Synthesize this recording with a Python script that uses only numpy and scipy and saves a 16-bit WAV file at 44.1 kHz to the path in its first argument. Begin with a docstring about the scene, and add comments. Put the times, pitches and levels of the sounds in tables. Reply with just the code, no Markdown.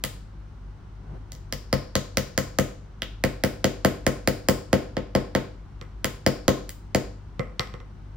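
"""Over room air and a motor hum, a toy plastic hammer taps a plastic chisel held on a plaster egg in a plastic tray.
Each tap sums decaying modes: a dry click of the tools, a hollow knock of the tray and a thud of the table top.
After the first tap the egg is shifted with a dull rub of filtered noise; the taps then go on, the egg settling.
Loose knocks, each with faint later touches, sound once among the taps and at the end as the hammer is put down.
A small bare room answers taps and knocks with a tail of decaying noise."""
import sys
import numpy as np
from scipy import signal
from scipy.fft import rfft, irfft
from scipy.io import wavfile
from scipy.ndimage import uniform_filter1d

SR = 44100
rng = np.random.default_rng(int(sys.argv[2]) if len(sys.argv) > 2 else 0)


def log_audio(samples):
    """Write samples as a 16-bit WAV file to the path given in sys.argv[1]."""
    # one column per channel
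    frames = np.atleast_2d(samples).T
    # limit to full scale, then quantise
    limited = np.clip(frames, -1, 1)
    pcm = np.round(limited * 32767).astype(np.int16)
    wavfile.write(sys.argv[1], SR, pcm)


N = 359856

# Steady room air. Each row: frequency in Hz, relative spectral density in dB per Hz.
AIR_SPECTRUM = [(15, -35), (25, -22), (54, -6.5), (71, -18.5), (106, -17.5), (125, -19.5), (207, -22),
                (224, -26.5), (301, -22), (373, -38), (1150, -34.5), (1630, -44), (6540, -58),
                (8550, -67.5), (15000, -74.5)]
# Partials of the motor hum. Each row: frequency in Hz, level in dB before panning.
HUM_PARTIALS = [(48.8, -43), (100.5, -48), (146, -57.5), (199, -61.5)]
# Stereo width set for air, rub and room tail. Each row: frequency in Hz, left-right correlation
# (limited to -1..1 when used).
STEREO_CORRELATION = [(50, 0.88), (250, 0.85), (600, 0.27), (1200, 0.31), (1800, 0.35), (3000, 0.34),
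                      (6800, 0.1), (8500, -1.18), (11000, -2.5), (15000, 5.2)]
# Stereo balance set for air, rub and room tail. Each row: frequency in Hz, left-right level difference in dB.
STEREO_BALANCE = [(100, 0.5), (500, 2.5), (900, -1), (2500, 1), (4000, 2), (6000, 9), (9000, 0.5),
                  (15000, 2)]

# Taps on the chisel. Each row: start in seconds, relative force passed into the egg in dB,
# relative level of the tools' click in dB, sharpness of the click from 8 kHz up in dB.
TAPS = [(0.0381, -32.5, -30, 6.5), (1.3195, -55, -46.5, -1), (1.3503, -55, -56.5, 1),
        (1.5242, -34, -33.5, -3.5), (1.7275, -20.5, -28.5, -3.5), (1.9534, -23, -27, -2.5),
        (2.171, -23.5, -26, 0.5), (2.3766, -23.5, -26.5, 0.5), (2.5863, -19.5, -27.5, 3),
        (3.0196, -37.5, -31.5, -5), (3.238, -21, -27.5, 1.5), (3.4367, -21, -27, 1.5),
        (3.6426, -19.5, -26.5, 2), (3.8478, -17, -25.5, 1), (4.0653, -19.5, -27, 1),
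        (4.2745, -20, -26.5, 4), (4.4855, -18, -25, 5.5), (4.7291, -16.5, -27.5, 1),
        (4.9673, -25.5, -38, -10), (5.1503, -18.5, -31, -1.5), (5.3499, -20.5, -29, -1),
        (6.044, -27.5, -28, 6), (6.2634, -18, -25.5, 0), (6.4801, -16.5, -26, -1),
        (6.6922, -55, -41.5, 8.5), (6.9474, -19.5, -28, -1)]
# Modes of hammer and chisel. Each row: frequency in Hz, relative energy in dB, t60 in seconds,
# left-right level difference in dB.
TOOL_MODES = [(780, -7, 0.0011, -10), (1588, -2.5, 0.013, -8.5), (1935, 1.5, .012, -4),
              (2570, -2, 0.0025, -6), (3166, -2.5, 0.0078, -1), (4357, 0.5, 0.0025, 0.5),
              (4996, 3, 0.0065, -0.5), (5580, -5.5, 0.0022, -13), (6850, 0, 0.0035, -0.5),
              (8150, -10.5, 0.0038, 1), (9060, -13.5, 0.0048, 12), (12000, -12.5, 0.00087, 16),
              (12350, -10.5, 0.006, -11), (15000, -9, 0.00347, 4.5)]
# Modes of the tray under the egg. 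Each row: frequency in Hz, relative energy in dB, t60 in seconds,
# left-right level difference in dB.
TRAY_MODES = [(388, -12, 0.036, -2), (516.4, -20, 0.23, -10), (530.4, 5, 0.066, -3),
              (589.4, -3, 0.0643, 1.5), (651.3, -2, 0.043, 10), (699, -16.5, 0.018, -0.5),
              (839, -17, 0.097, -7.5), (896, -19, 0.091, -15.5), (1045, -10.5, 0.029, -13),
              (1232, -12.5, 0.037, 2.5), (1700, -17.5, 0.015, -5.5), (2020, -30, 0.038, 8)]
# Modes of the table top. Each row: frequency in Hz, relative energy in dB, t60 in seconds,
# left-right level difference in dB.
TABLE_MODES = [(96, -14, 0.32, -7.5), (106.3, -5, .2, -5.5), (135.7, -3.5, 0.24, 8.5),
               (198.6, -2, 0.14, 7.5), (230.5, -9, 0.13, 13.5), (259.4, -7, 0.082, -9.5),
               (310.5, 1.5, 0.069, -0.5), (353.3, -12, 0.17, 0), (387, -12, 0.082, -21.5),
               (475.6, -8.5, 0.25, 4.5)]
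# Level of the tools' modes up to about 2 kHz, which follows the grip. Each row: time in seconds, level in dB.
GRIP_LEVEL = [(0, -4.5), (1.35, -15), (1.75, -1.5), (2.4, -1.5), (3, 3), (4.5, 1.5), (5.1, 5), (6.05, 3),
              (6.7, -3.5), (6.95, 0.5)]
# Effect of the egg lying off the middle on tray and table modes. Each row: frequency in Hz, gain in dB.
OFFSET_COLOUR = [(100, 5.5), (200, 2.5), (300, -3), (420, -4.5), (520, 0), (670, -1.5), (850, -3),
                 (1300, 6)]
# After-ring of the hammer's hollow head. Each row: frequency in Hz, relative energy in dB, t60 in seconds,
# left-right level difference in dB.
HEAD_MODES = [(1722, -1.5, .07, -4), (2027, 2.5, 0.13, -8.5), (1983, 5.5, 0.14, -0.5),
              (2998, 3.5, 0.28, 8.5), (3185, -16.5, 0.15, 4)]

# Level of the room tail. Each row: frequency in Hz, relative gain in dB.
ROOM_GAIN = [(60, -11), (200, -4.5), (450, -2.5), (900, -1), (2000, -5.5), (4000, -3), (6500, -6),
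             (9000, 3), (12000, 1), (16000, -4.5)]
# Decay of the room tail. Each row: frequency in Hz, t60 in seconds.
ROOM_T60 = [(100, 0.38), (500, 0.41), (2000, 0.39), (5000, 0.43), (9000, 0.38), (15000, 0.25)]
# Rub of the shifted egg. Each row: frequency in Hz, relative spectral density in dB per Hz.
RUB_SPECTRUM = [(50, -33), (110, -1.5), (180, -4.5), (260, -16), (600, -15.5), (1500, -36), (4000, -60),
                (12000, -74)]
# Loose knocks on the table, loudest when the hammer is laid down. Each row: start in seconds, level in dB,
# hardness of the contact as the gain of the modes above 3.5 kHz in dB.
KNOCKS = [(5.8129, -42.5, -5), (7.394, -26.5, -12), (7.5946, -26, 0), (7.7391, -39.5, -9.5),
          (7.802, -49.5, -9.5)]
# Modes of the loose hammer on the table top. Each row: frequency in Hz, relative energy in dB,
# t60 in seconds, left-right level difference in dB.
HAMMER_MODES = [(116, -2, 0.1, 1.5), (199, -6, 0.025, -9), (394, -4, 0.024, -4.5), (512, -6.5, 0.088, -9),
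                (737, -12, 0.018, -11), (1070, -5.5, 0.038, -3), (1255, -8.5, 0.021, -15.5),
                (1910, -8, 0.006, -18), (2058, -8, 0.045, -14.5), (2306, -16, 0.011, -22),
                (3500, 4.5, 0.0024, 9.5), (4500, 0.5, 0.0036, 9.5), (5630, -2.5, 0.0065, 6),
                (7460, -7.5, 0.005, 2), (12100, -16, 0.00083, -24)]

TAP_TIME = np.arange(SR // 2) / SR   # seconds
RIGHT_LEAD_S = 0.000042   # the tools are nearer the right channel

# A square blow drives the egg down; the weaker a blow, the more it glances off the chisel.
SQUARE_DB, GLANCING_DB = -22, -26.5   # force of a fully square and of a fully glancing blow
SQUARE_TILT_DB, GLANCING_TILT_DB = 0.5, 6   # slope of the tray's knock, dB per octave
SQUARE_CLACK_DB, GLANCING_CLACK_DB = 1.5, 5.5   # gain of the tools near 3 kHz, before the grip's share
CLACK_FOLLOWS_GRIP = 0.6   # share of the grip's dB that reaches the modes near 3 kHz
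SETTLE_FROM_S, SETTLED_S = 2.2, 3.7   # the egg comes to the middle of the tray

RUB_AT_S, RUB_HOLD_S, RUB_DB = 1.078, 0.067, -47.5
RUB_RISE_DB_PER_S, RUB_FALL_DB_PER_S = 560, 162

TOUCH_SPAN_S, TOUCH_DB, TOUCH_THINNING = 0.078, -27, 2.5   # faint touches after each loose knock
SOFT_WEIGHT = 0.49   # dB that the bass gains for each dB of treble that a soft contact loses
KNOCK_TOP_DB = -7   # further gain of every knock at 12 kHz
CUTOFF_HZ = 15900


def from_db(db):
    """A level in decibels is twenty times the logarithm of the amplitude ratio."""
    return 10 ** (np.asarray(db) / 20)


def rms_one(x):
    """Mean power sets the level of steady noise: scale to rms 1."""
    return x / np.sqrt(np.mean(x ** 2) + 1e-20)


def blow_one(x):
    """Total energy sets the level of a transient: scale a stereo blow to that of 30 ms at rms 1."""
    return x / np.sqrt(np.sum(x ** 2) / (2 * 0.03 * SR))


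def at_hz(points, hz):
    """Spectra are interpolated linearly on a logarithmic frequency axis."""
    points = np.array(points)
    return np.interp(np.log(hz), np.log(points[:, 0]), points[:, 1])


def frequencies(modes):
    """Modal frequencies in Hz, the first column of a mode table."""
    return np.array(modes)[:, 0]


def pan(db):
    """A level difference between left and right is shared equally by the two gains."""
    return from_db([[db / 2], [-db / 2]])


def ramp(x, start, end):
    """A linear transition: 0 up to start, 1 from end on."""
    return np.clip((x - start) / (end - start), 0, 1)


def drift(rate):
    """Slow random wander: straight lines between normal random knots, about rate knots per second."""
    knots = rng.standard_normal(int(rate * N / SR) + 2)
    return np.interp(np.linspace(0, len(knots) - 1, N), np.arange(len(knots)), knots)


def add(out, sound, s):
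    """Superposition: mix a sound in at time s."""
    start = max(round(s * SR), 0)
    out[:, start:start + sound.shape[1]] += sound[:, :N - start]


def stereo_bands(size):
    """Noise bands with a chosen left-right correlation, from alike to opposed: yield (centre Hz, stereo noise)."""
    edges = np.geomspace(24, 17500, 20)   # about half an octave per band
    white = rng.standard_normal((2, 2, size + SR // 4))   # the first quarter second lets the filters settle
    for k, (low, high) in enumerate(zip(edges, edges[1:])):
        band_pass = signal.butter(2, [low, high], "band", fs=SR, output="sos")
        mid, side = signal.sosfilt(band_pass, white[k % 2])[:, -size:]
        hz = np.sqrt(low * high)
        alike = np.clip(at_hz(STEREO_CORRELATION, hz), -1, 1)
        common = np.sqrt((1 + alike) / 2) * mid
        opposed = np.sqrt((1 - alike) / 2) * side * [[1], [-1]]
        yield hz, (common + opposed) * pan(at_hz(STEREO_BALANCE, hz))


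def coloured_noise(spectrum, bands):
    """A noise spectrum is the sum of its bands, each weighted by the spectral density."""
    return sum(from_db(at_hz(spectrum, hz)) * band for hz, band in bands)


def room_air(bands, air_db):
    """Steady broadband noise fills the room; its level is set by the part above 130 Hz."""
    air = coloured_noise(AIR_SPECTRUM, bands)
    high_pass = signal.butter(2, 130, "high", fs=SR, output="sos")
    return from_db(air_db) * air / np.std(signal.sosfilt(high_pass, air))


def motor_hum(waver, hum_pan_db):
    """A motor hums at near-harmonic partials whose amplitude and phase waver."""
    t, hum = np.arange(N) / SR, 0
    for hz, db in HUM_PARTIALS:
        amplitude = from_db(db) * np.sqrt(2) * (1 + waver * drift(13))
        phase_drift = waver * hz / HUM_PARTIALS[0][0] * drift(8.6)
        hum = hum + amplitude * np.sin(2 * np.pi * hz * t + phase_drift)
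    return hum * pan(hum_pan_db)


def mode_rings(modes, lead_s=0, sign=1):
    """A struck body rings in exponentially decaying modes; the right channel may hear them earlier.

    The gain sign ** k of mode k, if negative, opposes neighbours and slightly weakens later rows."""
    t, rings = np.maximum(TAP_TIME - [[lead_s], [0]], 0), []
    for k, (hz, db, t60, pan_db) in enumerate(modes):
        # a slow decay needs less amplitude for the same energy
        envelope = from_db(db - np.minimum(60 * t / t60, 300)) / np.sqrt(t60)
        rings.append(sign ** k * envelope * np.sin(2 * np.pi * hz * t) * pan(pan_db))
    return np.array(rings)


def bending(rings, travel_s, radiate_hz):
    """Bending waves disperse, the low ones slowest (set by travel_s at 200 Hz); the lowest hardly radiate."""
    size = 2 * len(TAP_TIME)
    hz = np.fft.rfftfreq(size, 1 / SR)
    phase = 4 * np.pi * travel_s * np.sqrt(200 * hz)
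    late = irfft(rfft(rings, size) * np.exp(-1j * phase))[..., :len(TAP_TIME)]
    return signal.sosfilt(signal.butter(2, radiate_hz, "high", fs=SR, output="sos"), late)


def strike(rings, spread_db, colour_db=0):
    """Modal excitation: every blow excites the modes with strengths of its own."""
    strengths = from_db(colour_db + spread_db * rng.standard_normal(len(rings)))
    return np.tensordot(strengths, rings, 1)


def crunch(click, smear_s, count=16):
    """Crushing smears a click by a random group delay up to smear_s, leaving its spectral magnitude."""
    size = 2 * click.shape[1]
    hz = np.fft.rfftfreq(size, 1 / SR)
    delay = np.interp(hz, np.geomspace(1000, SR / 2, count), smear_s * rng.random(count))
    phase = 2 * np.pi * np.cumsum(delay) * hz[1]   # phase is the integral of group delay
    return irfft(rfft(click, size) * np.exp(-1j * phase))[:, :size // 2]


def all_round(click, width_hz):
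    """Radiation to every side averages the power spectrum, so peaks and notches partly even out."""
    power = np.mean(abs(rfft(click)) ** 2, axis=0)
    power = uniform_filter1d(power, max(int(width_hz * click.shape[1] / SR), 1))
    pulse = irfft(np.sqrt(np.maximum(power, 0)))
    return np.roll(pulse, SR // 1000)[None, :SR // 100]   # centred at 1 ms, cut at 10 ms


def taps(thud_db, knock_db, click_db, scatter_db):
    """An impact excites the tools, then passes through the egg into tray and table: (direct, into the room)."""
    out, radiated = np.zeros((2, N)), np.zeros((1, N))
    tools = mode_rings(TOOL_MODES, RIGHT_LEAD_S, sign=-0.98)
    tray = bending(mode_rings(TRAY_MODES), travel_s=0.00363, radiate_hz=287)
    table = bending(mode_rings(TABLE_MODES), travel_s=0.007206, radiate_hz=98)
    tool_hz, tray_hz, table_hz = map(frequencies, (TOOL_MODES, TRAY_MODES, TABLE_MODES))
    for s, force, click, sharp_db in TAPS:
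        glance = ramp(force, SQUARE_DB, GLANCING_DB)
        offset = 1 - ramp(s, SETTLE_FROM_S, SETTLED_S)
        tilt = SQUARE_TILT_DB + glance * (GLANCING_TILT_DB - SQUARE_TILT_DB)
        grip_db = np.interp(s, *np.transpose(GRIP_LEVEL))
        clack_db = SQUARE_CLACK_DB + glance * (GLANCING_CLACK_DB - SQUARE_CLACK_DB)
        clack_db = clack_db + CLACK_FOLLOWS_GRIP * grip_db

        tool_colour = [(2100, grip_db), (3200, clack_db), (4300, 0), (6000, 0), (8000, sharp_db)]
        tool_db = at_hz(tool_colour, tool_hz)
        tray_db = tilt * np.log2(tray_hz / tray_hz[0]) + offset * at_hz(OFFSET_COLOUR, tray_hz)
        table_db = offset * at_hz(OFFSET_COLOUR, table_hz)

        tick = crunch(strike(tools, spread_db=2.0, colour_db=tool_db), smear_s=0.001423)
        tick = from_db(click + click_db) * blow_one(tick)
        hollow = from_db(force + knock_db) * blow_one(strike(tray, spread_db=2.2, colour_db=tray_db))
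        thump = from_db(force + thud_db) * blow_one(strike(table, spread_db=1.14, colour_db=table_db))
        add(out, tick + hollow + thump, s)
        add(radiated, (hollow + thump)[1:], s)   # right channel
        add(radiated, from_db(scatter_db) * all_round(tick, width_hz=1200), s)
    return out, radiated


def head_ring(level_db):
    """Lightly damped modes of the hollow hammer head ring on briefly after each click."""
    out = np.zeros((2, N))
    ring = blow_one(mode_rings(HEAD_MODES, RIGHT_LEAD_S, sign=-0.83).sum(axis=0))
    for s, _, click, _ in TAPS:
        add(out, from_db(click + level_db) * ring, s)
    return out


def room(x, first_s, early_share, wall_db, wall_s):
    """Reverberation: near things scatter at once, the wall answers after first_s, then the tail decays."""
    t = np.arange(int(0.7 * SR)) / SR
    since_wall = np.maximum(t - first_s, 0)
    wall = 1 + from_db(wall_db) * np.exp(-since_wall / wall_s)
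    swell = np.where(t < first_s, early_share, wall)
    response = 0
    for hz, band in stereo_bands(len(t)):
        decay = swell * np.exp(-np.log(1000) * t / at_hz(ROOM_T60, hz))   # 60 dB per t60
        response = response + from_db(at_hz(ROOM_GAIN, hz)) * band * decay / np.linalg.norm(decay)
    return signal.fftconvolve(x, response, axes=1)[:, :N]


def egg_rub(bands):
    """Sliding friction of the egg on the tray makes a dull noise that swells, holds and dies away unevenly."""
    t = np.arange(N) / SR
    rub = rms_one(coloured_noise(RUB_SPECTRUM, bands))
    before = np.maximum(RUB_AT_S - t, 0)
    after = np.maximum(t - RUB_AT_S - RUB_HOLD_S, 0)
    rub_db = RUB_DB - RUB_RISE_DB_PER_S * before - RUB_FALL_DB_PER_S * after + 5 * drift(45.2)
    return from_db(rub_db) * rub


def knocks(count=4):
    """Hammer and hands knock on the table; a softer contact excites less treble, and faint touches follow."""
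    out, hammer = np.zeros((2, N)), mode_rings(HAMMER_MODES, sign=-0.94)
    for s, db, hard_db in KNOCKS:
        contact = [(200, -SOFT_WEIGHT * hard_db), (700, 0), (2000, 0), (3500, hard_db), (7500, hard_db),
                   (12000, hard_db + KNOCK_TOP_DB)]
        colour_db = at_hz(contact, frequencies(HAMMER_MODES))
        for k in range(count + 1):   # the knock itself, then touches at widening gaps
            touch = blow_one(crunch(strike(hammer, spread_db=2, colour_db=colour_db), smear_s=0.00106))
            touch_db = db + (TOUCH_DB if k else 0)
            add(out, from_db(touch_db) * touch, s + TOUCH_SPAN_S * (k / count) ** TOUCH_THINNING)
    return out


def scene():
    """Superposition of the background, the direct sound of all blows and the reverberation."""
    bands = list(stereo_bands(N))   # air and rub are coloured from the same noise
    background = room_air(bands, air_db=-51.5) + motor_hum(waver=0.3, hum_pan_db=2.0) + egg_rub(bands)
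    tapping, radiated = taps(thud_db=-0.47, knock_db=-3.0, click_db=0.5, scatter_db=-1.0)
    hammer = knocks()
    direct = tapping + head_ring(level_db=-13.5) + hammer
    wet = room(radiated + hammer[1:], first_s=0.0087, early_share=1.0, wall_db=6.0, wall_s=0.0043)
    return direct + wet + background


def record(dry):
    """Smooth saturation rounds off the highest peaks; an elliptic low-pass cuts the top steeply."""
    rounded = dry / (1 + (dry / 0.78) ** 6) ** (1 / 6)
    return signal.sosfilt(signal.ellip(10, 0.2, 80, CUTOFF_HZ, fs=SR, output="sos"), rounded)


dry = scene()
out = record(dry)
log_audio(out)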